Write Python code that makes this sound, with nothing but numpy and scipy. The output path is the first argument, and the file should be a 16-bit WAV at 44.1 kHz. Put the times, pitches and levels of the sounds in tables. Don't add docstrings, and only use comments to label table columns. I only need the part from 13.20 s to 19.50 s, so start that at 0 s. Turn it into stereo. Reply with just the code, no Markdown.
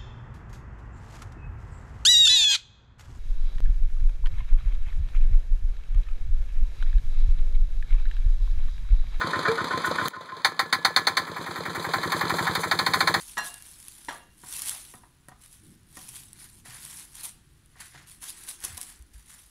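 import sys
import numpy as np
from scipy import signal
from scipy.fft import rfft, irfft, next_fast_len
from scipy.io import wavfile
from scipy.ndimage import uniform_filter1d, map_coordinates

SR = 44100
rng = np.random.default_rng(int(sys.argv[2]) if len(sys.argv) > 2 else 0)


def dump_mix(stems):
    frames = np.atleast_2d(stems).T
    limited = np.clip(frames, -1, 1)
    pcm = np.round(limited * 32767).astype(np.int16)
    wavfile.write(sys.argv[1], SR, pcm)


N = 277962

# full_strain_s, attack_s, hold_s, release_s, crinkle_db, drag_db
HAND_MOVES = [ (.005, 0.025, .015, 0.081, -42.5, -56), (0.082, .15, 0.016, 0.29, -46, -65),
              (0.243, 0.0265, 0.03, 0.071, -37, -70), (.35, .1, .02, 0.31, -50, -59),
              (0.471, 0.15, 0.017, 0.22, -45.5, -61.5), (0.622, 0.58, 0.3167, .17, -51.5, -66),
              (1.335, .16, .125, 0.16, -37.5, -51.5), (1.471, 0.11, 0.013, 0.21, -32.5, -45.5),
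              (1.683, 0.13, 0.019, 0.19, -50, -64.5), (2.222, 0.042, 0.028, 0.11, -53.5, -66),
              (2.334, .1, .02, .11, -53, -70.5), (2.43, 0.092, .11, 0.049, -61, -74),
              (2.763, 0.11, 0.14, 0.25, -47.5, -62.5), (2.951, 0.14, 0.032, 0.18, -45.5, -61.5),
              (3.211, 0.16, 0.033, 0.1, -49, -56.5), (3.29, .1, 0.11, 0.025, -55.5, -77),
              (3.454, 0.012, 0.13, 0.066, -48, -51.5), (3.629, 0.17, 0.1758, 0.13, -44, -56),
              (3.974, 0.11, 0.1153, 0.041, -44, -56), (4.607, 0.049, 0.0077, .06, -49, -45),
              (4.644, 0.147, 0.0137, .16, -51.5, -56), (4.753, 0.067, 0.019, 0.23, -60.5, -52),
              (4.872, 0.015, .05, 0.12, -51, -65), (5.024, 0.023, 0.05, 0.12, -41.5, -51),
              (5.168, 0.083, .09, 0.17, -48.5, -57), (5.286, 0.046, .008, 0.095, -37.5, -50),
              (5.426, 0.069, 0.061, 0.29, -45, -49.5), (5.611, 0.033, 0.012, 0.11, -42.5, -55),
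              (5.677, .1, 0.022, 0.15, -50, -56.5), (5.935, .015, 0.0555, 0.15, -58.5, -64.5),
              (6.103, 0.091, 0.021, 0.17, -50.5, -58), (6.184, 0.114, 0.054, 0.18, -55.5, -70), ]
# start_s, level_db, left_minus_right_db
CREASE_FLIPS = [(0.3416, -22.5, 16), (0.4237, -24, 14), (.601, -28, 11), (0.6832, -20, 9.5),
                (.8486, -31.5, 21), (1.288, -28, 16.5), (1.326, -25, 25.5), (1.337, -24, 20),
                (1.3658, -21, 17), (1.3932, -19.5, 17), (1.4196, -12, 12), (1.459, -14.5, 8),
                (1.4855, -14, 9.5), (1.4944, -8, 13), (2.0852, -33.5, 19), (2.261, -33, 12),
                (2.7706, -24, -2), (2.89, -27.5, 21.5), (2.957, -26.5, -8), (3.1313, -29.5, 20.5),
                (3.651, -23.5, 19), (3.711, -29, 19), (3.7971, -25, 16.5), (3.954, -28.5, 26),
                (4.0541, -15.5, 15), (4.46, -49, 28), (4.829, -40, 5), (5.039, -24, 3),
                (5.0963, -19.5, 14.5), (5.103, -21, 11), (5.2374, -26, 13), (5.404, -29, 13),
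                (5.4397, -17, 0), (5.4502, -14, 17), (5.5712, -21.5, 4), (5.5784, -16.5, 7),
                (5.614, -15.5, 13), (5.63, -20, 7), (5.7252, -32, 7), (5.824, -35.5, 8.5)]
# start_s, level_db, length_s
FOLD_COLLAPSES = [(0.177, -29, 0.014), (0.888, -43, 0.0091), (1.329, -37, .012), (2.09, -43, 0.0045),
                  (2.885, -36, 0.013), (2.96, -37, 0.011), (4.031, -30.5, 0.032), (4.6, -36.5, 0.017),
                  (5.022, -38.5, 0.016), (5.081, -34.5, 0.027), (5.285, -34, 0.025), (5.436, -28.5, 0.011),
                  (5.445, -27, 0.012), (5.574, -30, 0.0074)]
# pitch_hz, level_db (per Hz)
FILM_LEFT_SPECTRUM = [(150, -36), (500, -23), (1000, -10.5), (2000, -28), (3300, -8.5), (5000, -13),
                      (7000, -8.5), (8500, -4), (9600, 2), (10500, 1.5), (11300, -4), (12300, -8.5),
                      (13500, -12), (15500, -20)]
FILM_RIGHT_SPECTRUM = [(150, -23.5), (600, -26), (1200, -21), (2000, -18), (2600, -13), (4300, -10.5),
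                       (6000, -11.5), (8200, -10.5), (10200, -10), (11500, -11), (13000, -16.5),
                       (15500, -20)]
# pitch_hz, level_db (per Hz)
DRAG_SPECTRUM = [(150, -9.5), (450, -22.5), (750, -10), (1100, -3.5), (1450, -0.5), (1900, 0), (2600, -8),
                 (4300, -8.5), (7000, -12), (15000, -49)]
# pitch_hz, decay_s
KITCHEN_DECAY = [(150, 0.697), (1000, 0.37), (4000, 0.39), (10000, 0.29), (16000, 0.19)]
# time_s, level_db, centre_hz
RUMBLE_DRIFT = [(0, -67, 233), (1.5, -62, 215), (2.2, -65, 150), (2.8, -57.5, 161), (3.6, -60, 183),
                (4.8, -62.5, 127.1), (5.35, -65, 340), (6.3, -66.5, 131.8)]
# pitch_hz, level_db (per Hz)
RUMBLE_SPECTRUM = [(30, -15), (80, 9), (135, 3.5), (220, -3.5), (350, 0.5), (500, -12), (1000, -51),
                   (4000, -68)]
AIR_SPECTRUM = [(15, -3.5), (45, 4.5), (100, -5.5), (300, -25), (600, -30.5), (1500, -19.5), (3000, -22),
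                (8000, -28.5), (15000, -35)]
# pitch_hz, level_db (per Hz)
HISS_SPECTRUM = [(200, 10.5), (1800, 14.0), (4000, -5.5), (15000, -51)]
# start_s, level_db, clatter_above_ring_db
ROLL_CLANKS = [(0.1703, -35, 8.5), (.178, -22, -4), (.187, -27, -5), (.194, -37, 1), (.245, -41, -1),
               (0.8846, -31.5, 2.5), (.890, -40.5, 10.5), (.908, -50, 16)]
# pitch_hz, level_db, decay_s, left_minus_right_db
METAL_TONES = [(708, -14, 0.38, 6), (819, -12, 0.14, 6), (990, -6, 0.11, -6), (1020, -18, 0.39, 8.5),
               (1243, -15, 0.22, -13), (1350, -17, .2, -12), (1660, -10, 0.42, -6), (1682, -6.5, 0.34, -16),
               (1896, -17, 0.19, 3), (1880, -5, 0.16, -6), (2785, -7.5, 0.52, -7), (4131, -13, .24, -16),
               (5703, -11, .16, -12), (7530, -13.5, .15, -8)]
# pitch_hz, level_db
CLATTER_SPECTRUM = [(60, -17), (200, -11), (450, -15), (720, -3.5), (1050, 1.5), (1400, -3.5), (1850, -0.5),
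                    (2350, -15.5), (3300, -9.5), (4800, -19), (8000, -21.5), (15000, -75)]
# start_s, level_db, pitch_hz, decay_s
SOFT_THUDS = [(.881, -27.5, 279.5, 0.06), (1.74, -36, 216, 0.045), (3.484, -42.5, 120.7, 0.2),
              (4.749, -50.5, 139, 0.61), (5.499, -33.5, 105, 0.067), (5.53, -31, 82.4, 0.105),
              (5.798, -34, 61, 0.15), (5.943, -35, 52.7, 0.22)]
# start_s, level_db
BOARD_KNOCKS = [(1.235, -32), (1.739, -31.5), (1.835, -39.5), (2.085, -31.5), (2.117, -35), (2.77, -29),
                (3.457, -36.5), (3.484, -42), (4.556, -41), (4.748, -35), (5.029, -41), (5.44, -28.5),
                (5.577, -34)]
# pitch_hz, level_db
BOARD_SPECTRUM = [(60, -1.5), (220, -2), (400, -6.5), (600, -7.5), (750, -2.5), (870, -4.5), (1000, 4.5),
                  (1400, -5), (1850, -7.5), (2500, -18.5), (5000, -26), (15000, -49)]
# pitch_hz, level_db, decay_s, left_minus_right_db
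BOARD_TONES = [(745, -15.5, 0.17, 15), (980, -14.5, 0.069, 16), (1362, -18, .08, 0), (1860, -9, .06, -18)]
# full_weight_s, attack_s, hold_s, release_s, level_db
BREAD_MOVES = [(2.45, 0.059, 0.08, .08, -53), (5.5, .2, 0.088, 0.17, -71)]
# pitch_hz, level_db (per Hz)
BREAD_SPECTRUM = [(50, -22), (115, 1), (210, 2.5), (320, -0.5), (420, -18), (800, -30), (3000, -64)]

TOP_HZ = 15700
SWING_DB = 22
REST_DB = -70
STRAYS_PER_S, STRAY_DB, STRAY_SPREAD_DB, STRAY_PAN_DB = 14, 17.5, -0.5, 2.5
KNOCK_DECAY_S = 0.061
BOARD_SCATTER_DB = 1.3


def amp(db):
    return 10 ** (np.asarray(db) / 20)


def unit(x):
    return x / np.sqrt(np.mean(x ** 2) + 1e-20)


def along(points, hz):
    pitch, value = np.transpose(points)
    return np.interp(np.log(hz + 1), np.log(pitch + 1), value)


def sides(db):
    return amp([[db / 2], [-db / 2]])


def add(track, s, sound):
    start = max(round(s * SR), 0)
    part = track[:, start:start + sound.shape[-1]]
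    part += sound[..., :part.shape[1]]


def fade(t, t60):
    return np.exp(-np.log(1000) * t / t60)


def colour(x, points, size=4096):
    cepstrum = irfft(np.log(amp(along(points, np.fft.rfftfreq(size, 1 / SR)))))
    cepstrum[1:size // 2] *= 2
    cepstrum[size // 2 + 1:] = 0
    pulse = irfft(np.exp(rfft(cepstrum)))
    pulse = pulse / np.linalg.norm(pulse)
    pulse = np.reshape(pulse, (1,) * (x.ndim - 1) + (-1,))
    return signal.fftconvolve(x, pulse)[..., :x.shape[-1]]


def noise(count, spacing=0.24):
    alike = np.sinc(2 * np.fft.rfftfreq(count, 1 / SR) * spacing / 343)
    spectra = rfft(rng.standard_normal((2, count))) * np.sqrt([1 + alike, 1 - alike])
    mid, side = irfft(spectra, count)
    return unit(np.array([mid + side, mid - side]))


def kitchen(x, wet_db, near_db, near_t60, count=20):
    out, t, step = np.zeros((2, N)), np.arange(SR // 2) / SR, N // count + 1
    keep = fade(1 / SR, near_t60) ** 2
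    near = np.sqrt(signal.lfilter([1 - keep], [1, -keep], x ** 2)) * noise(N)
    for start in range(0, N, step):
        hz, s, z = signal.stft(noise(len(t)), SR, nperseg=256)
        decay = fade(s, along(KITCHEN_DECAY, hz)[:, None])
        walls = signal.istft(z * decay, SR, nperseg=256)[1][:, :len(t)]
        walls = walls * (1 - np.exp(-t / 0.00067))
        walls = unit(walls) / np.sqrt(len(t))
        add(out, start / SR, signal.fftconvolve(x[:, start:start + step], walls, axes=1))
    return x + amp(near_db) * near + amp(wet_db) * out


def wobble(rate):
    return map_coordinates(rng.standard_normal(int(N * rate / SR) + 4), [np.arange(N) * rate / SR])


def stroke(s, attack, hold, release):
    t = np.arange(N) / SR - s
    away = np.maximum(-t, 0) / attack + np.maximum(t - hold, 0) / release
    return amp(-SWING_DB * np.minimum(away, 10))


def handling():
    crinkle, drag = np.full(N, amp(REST_DB)), np.zeros(N)
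    for s, attack, hold, release, crinkle_db, drag_db in HAND_MOVES:
        strain = stroke(s, attack, hold, release)
        crinkle = np.maximum(crinkle, amp(crinkle_db) * strain)
        drag = np.maximum(drag, amp(drag_db) * strain)
    return crinkle, drag


def fits(slow_db=0.33, slow_per_s=30, clump_db=1.36, clumps_per_s=190):
    return amp(slow_db * wobble(slow_per_s) + clump_db * wobble(clumps_per_s))


def swarm(rate, spread_db, ring=0.2, ring_t60=0.0034, cap=1.5, aim_db=2, count=24, size=128):
    rate = np.broadcast_to(rate, N)
    at = np.flatnonzero(rng.random(N) < rate / SR)
    strength, pitch = rng.standard_normal(N)[at], rng.random(N)[at]
    turn = rng.choice([-1, 1], N)[at]
    aim = rng.standard_normal((2, N))[:, at]
    lag = rng.integers(count // 2, count, N)[at]
    t = np.arange(size) / SR
    facet = np.sin(2 * np.pi * TOP_HZ * pitch[:, None] * t)
    facet = facet * unit(fade(t, ring_t60)) * np.sqrt(2 / size)
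    shape = np.sqrt(1 - ring) * (t == 0) + np.sqrt(ring) * facet
    level_db = spread_db * np.minimum(strength, cap) + aim_db * np.clip(aim, -1, 1)
    push = turn * amp(level_db) / np.sqrt(rate[at])
    pair = []
    for start, gain in zip([at, at + lag], push):
        places = (start[:, None] + np.arange(size)).ravel()
        pair.append(np.bincount(places, (gain[:, None] * shape).ravel(), N)[:N])
    return unit(np.array(pair))


def strays(effort, count=300):
    when, chance, size, aim = rng.random((count, 4)).T
    strain_db = 20 * np.log10(effort[(when * N).astype(int)])
    db = strain_db + STRAY_DB + STRAY_SPREAD_DB * (2 * size - 1)
    rows = np.c_[when * N / SR, db, 2 * aim * STRAY_PAN_DB]
    return list(rows[chance < STRAYS_PER_S * N / SR / count])


def flips(effort, facing_db=9, lag_s=.00036, facet_hz=9000, facet_t60=0.00093,
          facet=0.17, weaker=0.664, count=3):
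    out, t = np.zeros((2, N)), np.arange(SR // 200) / SR
    for s, db, pan_db in CREASE_FLIPS + strays(effort):
        left, right = amp(db + facing_db / 2) * sides(pan_db - facing_db)
        for k in range(count):
            hz = facet_hz * np.exp(rng.normal(0, 0.36))
            ring = facet * np.cos(2 * np.pi * hz * t) * fade(t, facet_t60)
            push = weaker ** k * ((t == 0) + ring)
            add(out, s, np.array([left, [0]]) * push)
            add(out, s + lag_s, np.array([[0], right]) * push)
            s = s + rng.uniform(0.00046, 0.00098)
    return out


def shifting(x, depth_db=2.5, size=512, count=3):
    z = signal.stft(x, nperseg=size)[2]
    patches = rng.standard_normal(z.shape[1:])
    patches = uniform_filter1d(patches, 2 * count, 0)
    patches = uniform_filter1d(patches, 2 * count, 1)
    gain = unit(amp(depth_db * unit(patches)))
    return signal.istft(z * gain, nperseg=size)[1][:, :N]


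def film(effort, crinkle_db=2.0, fold_db=-2, crowding=.5, right_db=-5.5):
    rate = 2600 * unit(effort) ** crowding + 700
    snaps = amp(crinkle_db) * effort * swarm(rate, spread_db=5, cap=1.7)
    collapse, t = np.zeros((1, N)), np.arange(SR // 10) / SR
    for s, db, length in FOLD_COLLAPSES:
        burst = np.minimum(t / 0.0029, 1) * np.exp(-(t / length) ** 3)
        add(collapse, s, amp(db + fold_db) * burst)
    snaps = snaps + collapse * swarm(5000, spread_db=2.5)
    crackle = shifting(kitchen(snaps, wet_db=-6, near_db=-5, near_t60=.015))
    single_flips = kitchen(flips(effort), wet_db=-12, near_db=-7, near_t60=.009)
    left, right = crackle + single_flips
    return np.array([colour(left, FILM_LEFT_SPECTRUM), amp(right_db) * colour(right, FILM_RIGHT_SPECTRUM)])


def rub(drag, rub_db=-1):
    slips = amp(rub_db) * drag * swarm(1500, spread_db=4.0)
    slips = kitchen(slips, wet_db=-8.5, near_db=-1.5, near_t60=0.021)
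    return colour(slips, DRAG_SPECTRUM) * sides(-2.7)


def background(air_db=-61, hiss_db=-73, rumble_db=-1, octaves=0.5):
    air = amp(air_db) * colour(noise(N, spacing=0.11), AIR_SPECTRUM)
    hiss = amp(hiss_db) * colour(noise(N), HISS_SPECTRUM)
    s, db, centre = np.transpose(RUMBLE_DRIFT)
    hz, t, z = signal.stft(noise(N, spacing=0.37), SR, nperseg=2048)
    away = np.log2((hz[:, None] + 1) / np.interp(t, s, centre)) / octaves
    peak = amp(along(RUMBLE_SPECTRUM, hz))[:, None] / np.sqrt(1 + away ** 2)
    peak = peak / np.linalg.norm(peak, axis=0)
    rumble = unit(signal.istft(z * peak, SR, nperseg=2048)[1][:, :N])
    level = amp(rumble_db) * amp(np.interp(np.arange(N) / SR, s, db))
    return air + hiss + level * rumble


def tilt_sides(x, tilt_db, hz=900):
    low = signal.sosfiltfilt(signal.butter(3, hz, fs=SR, output="sos"), x)
    return low * sides(tilt_db) + (x - low) * sides(-tilt_db)


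def clanks(ring_db=-7, clatter_db=1, clatter_t60=0.048):
    ring, clatter, t = np.zeros((2, N)), np.zeros((2, N)), np.arange(SR * 3 // 2) / SR
    for hz, mode_db, t60, pan_db in METAL_TONES:
        energy = sum((amp(db) * (t > s) * fade(np.abs(t - s), t60)) ** 2 for s, db, _ in ROLL_CLANKS)
        knots = rng.standard_normal((2, 48)) + 1j * rng.standard_normal((2, 48))
        steady = np.exp(2j * np.pi * hz * np.array([[0], [-.0002]]))
        sway = steady + .65 * signal.resample(knots, len(t), axis=1)
        tone = np.real(sway * np.exp(2j * np.pi * hz * t))
        add(ring, 0, amp(ring_db + mode_db) * sides(pan_db) * np.sqrt(energy) * tone)
    for s, db, rel_db in ROLL_CLANKS:
        add(clatter, s, amp(db + rel_db + clatter_db) * fade(t, clatter_t60) * noise(len(t)))
    clatter = kitchen(clatter, wet_db=-2.5, near_db=-7, near_t60=0.033)
    return ring + tilt_sides(colour(clatter, CLATTER_SPECTRUM), tilt_db=1.5)


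def thuds(attack=0.0094):
    out, t = np.zeros((2, N)), np.arange(SR // 2) / SR
    for s, db, hz, t60 in SOFT_THUDS:
        shape = fade(t, t60) * (1 - np.exp(-t / attack))
        add(out, s, -amp(db) * np.sin(2 * np.pi * hz * t) * shape)
    return out


def knocks(knock_db=-11):
    taps, ring, t = np.zeros((2, N)), np.zeros((2, N)), np.arange(SR // 5) / SR
    for s, db in BOARD_KNOCKS:
        add(taps, s, amp(db + knock_db) * fade(t, KNOCK_DECAY_S) * noise(len(t)))
        for hz, mode_db, life, pan_db in BOARD_TONES:
            level_db = db + knock_db + mode_db + rng.normal(0, BOARD_SCATTER_DB)
            tone = fade(t, life) * np.sin(2 * np.pi * hz * t)
            add(ring, s, amp(level_db) * sides(pan_db) * tone)
    taps = kitchen(taps, wet_db=-4.5, near_db=-6.5, near_t60=0.022)
    return ring + tilt_sides(colour(taps, BOARD_SPECTRUM), tilt_db=-2.0)


def bread():
    weight = np.zeros(N)
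    for s, attack, hold, release, db in BREAD_MOVES:
        weight += amp(db) * stroke(s, attack, hold, release)
    return weight * colour(noise(N), BREAD_SPECTRUM)


def scene():
    crinkle, drag = fits() * np.array(handling())
    wrapping = film(crinkle) + rub(drag)
    contacts = clanks() + thuds() + knocks() + bread()
    return wrapping + background() + contacts


def record(dry):
    m = next_fast_len(N + SR // 2)
    kept = np.fft.rfftfreq(m, 1 / SR) < TOP_HZ
    return irfft(rfft(dry, m) * kept, m)[:, :N]


dry = scene()
out = record(dry)
dump_mix(out)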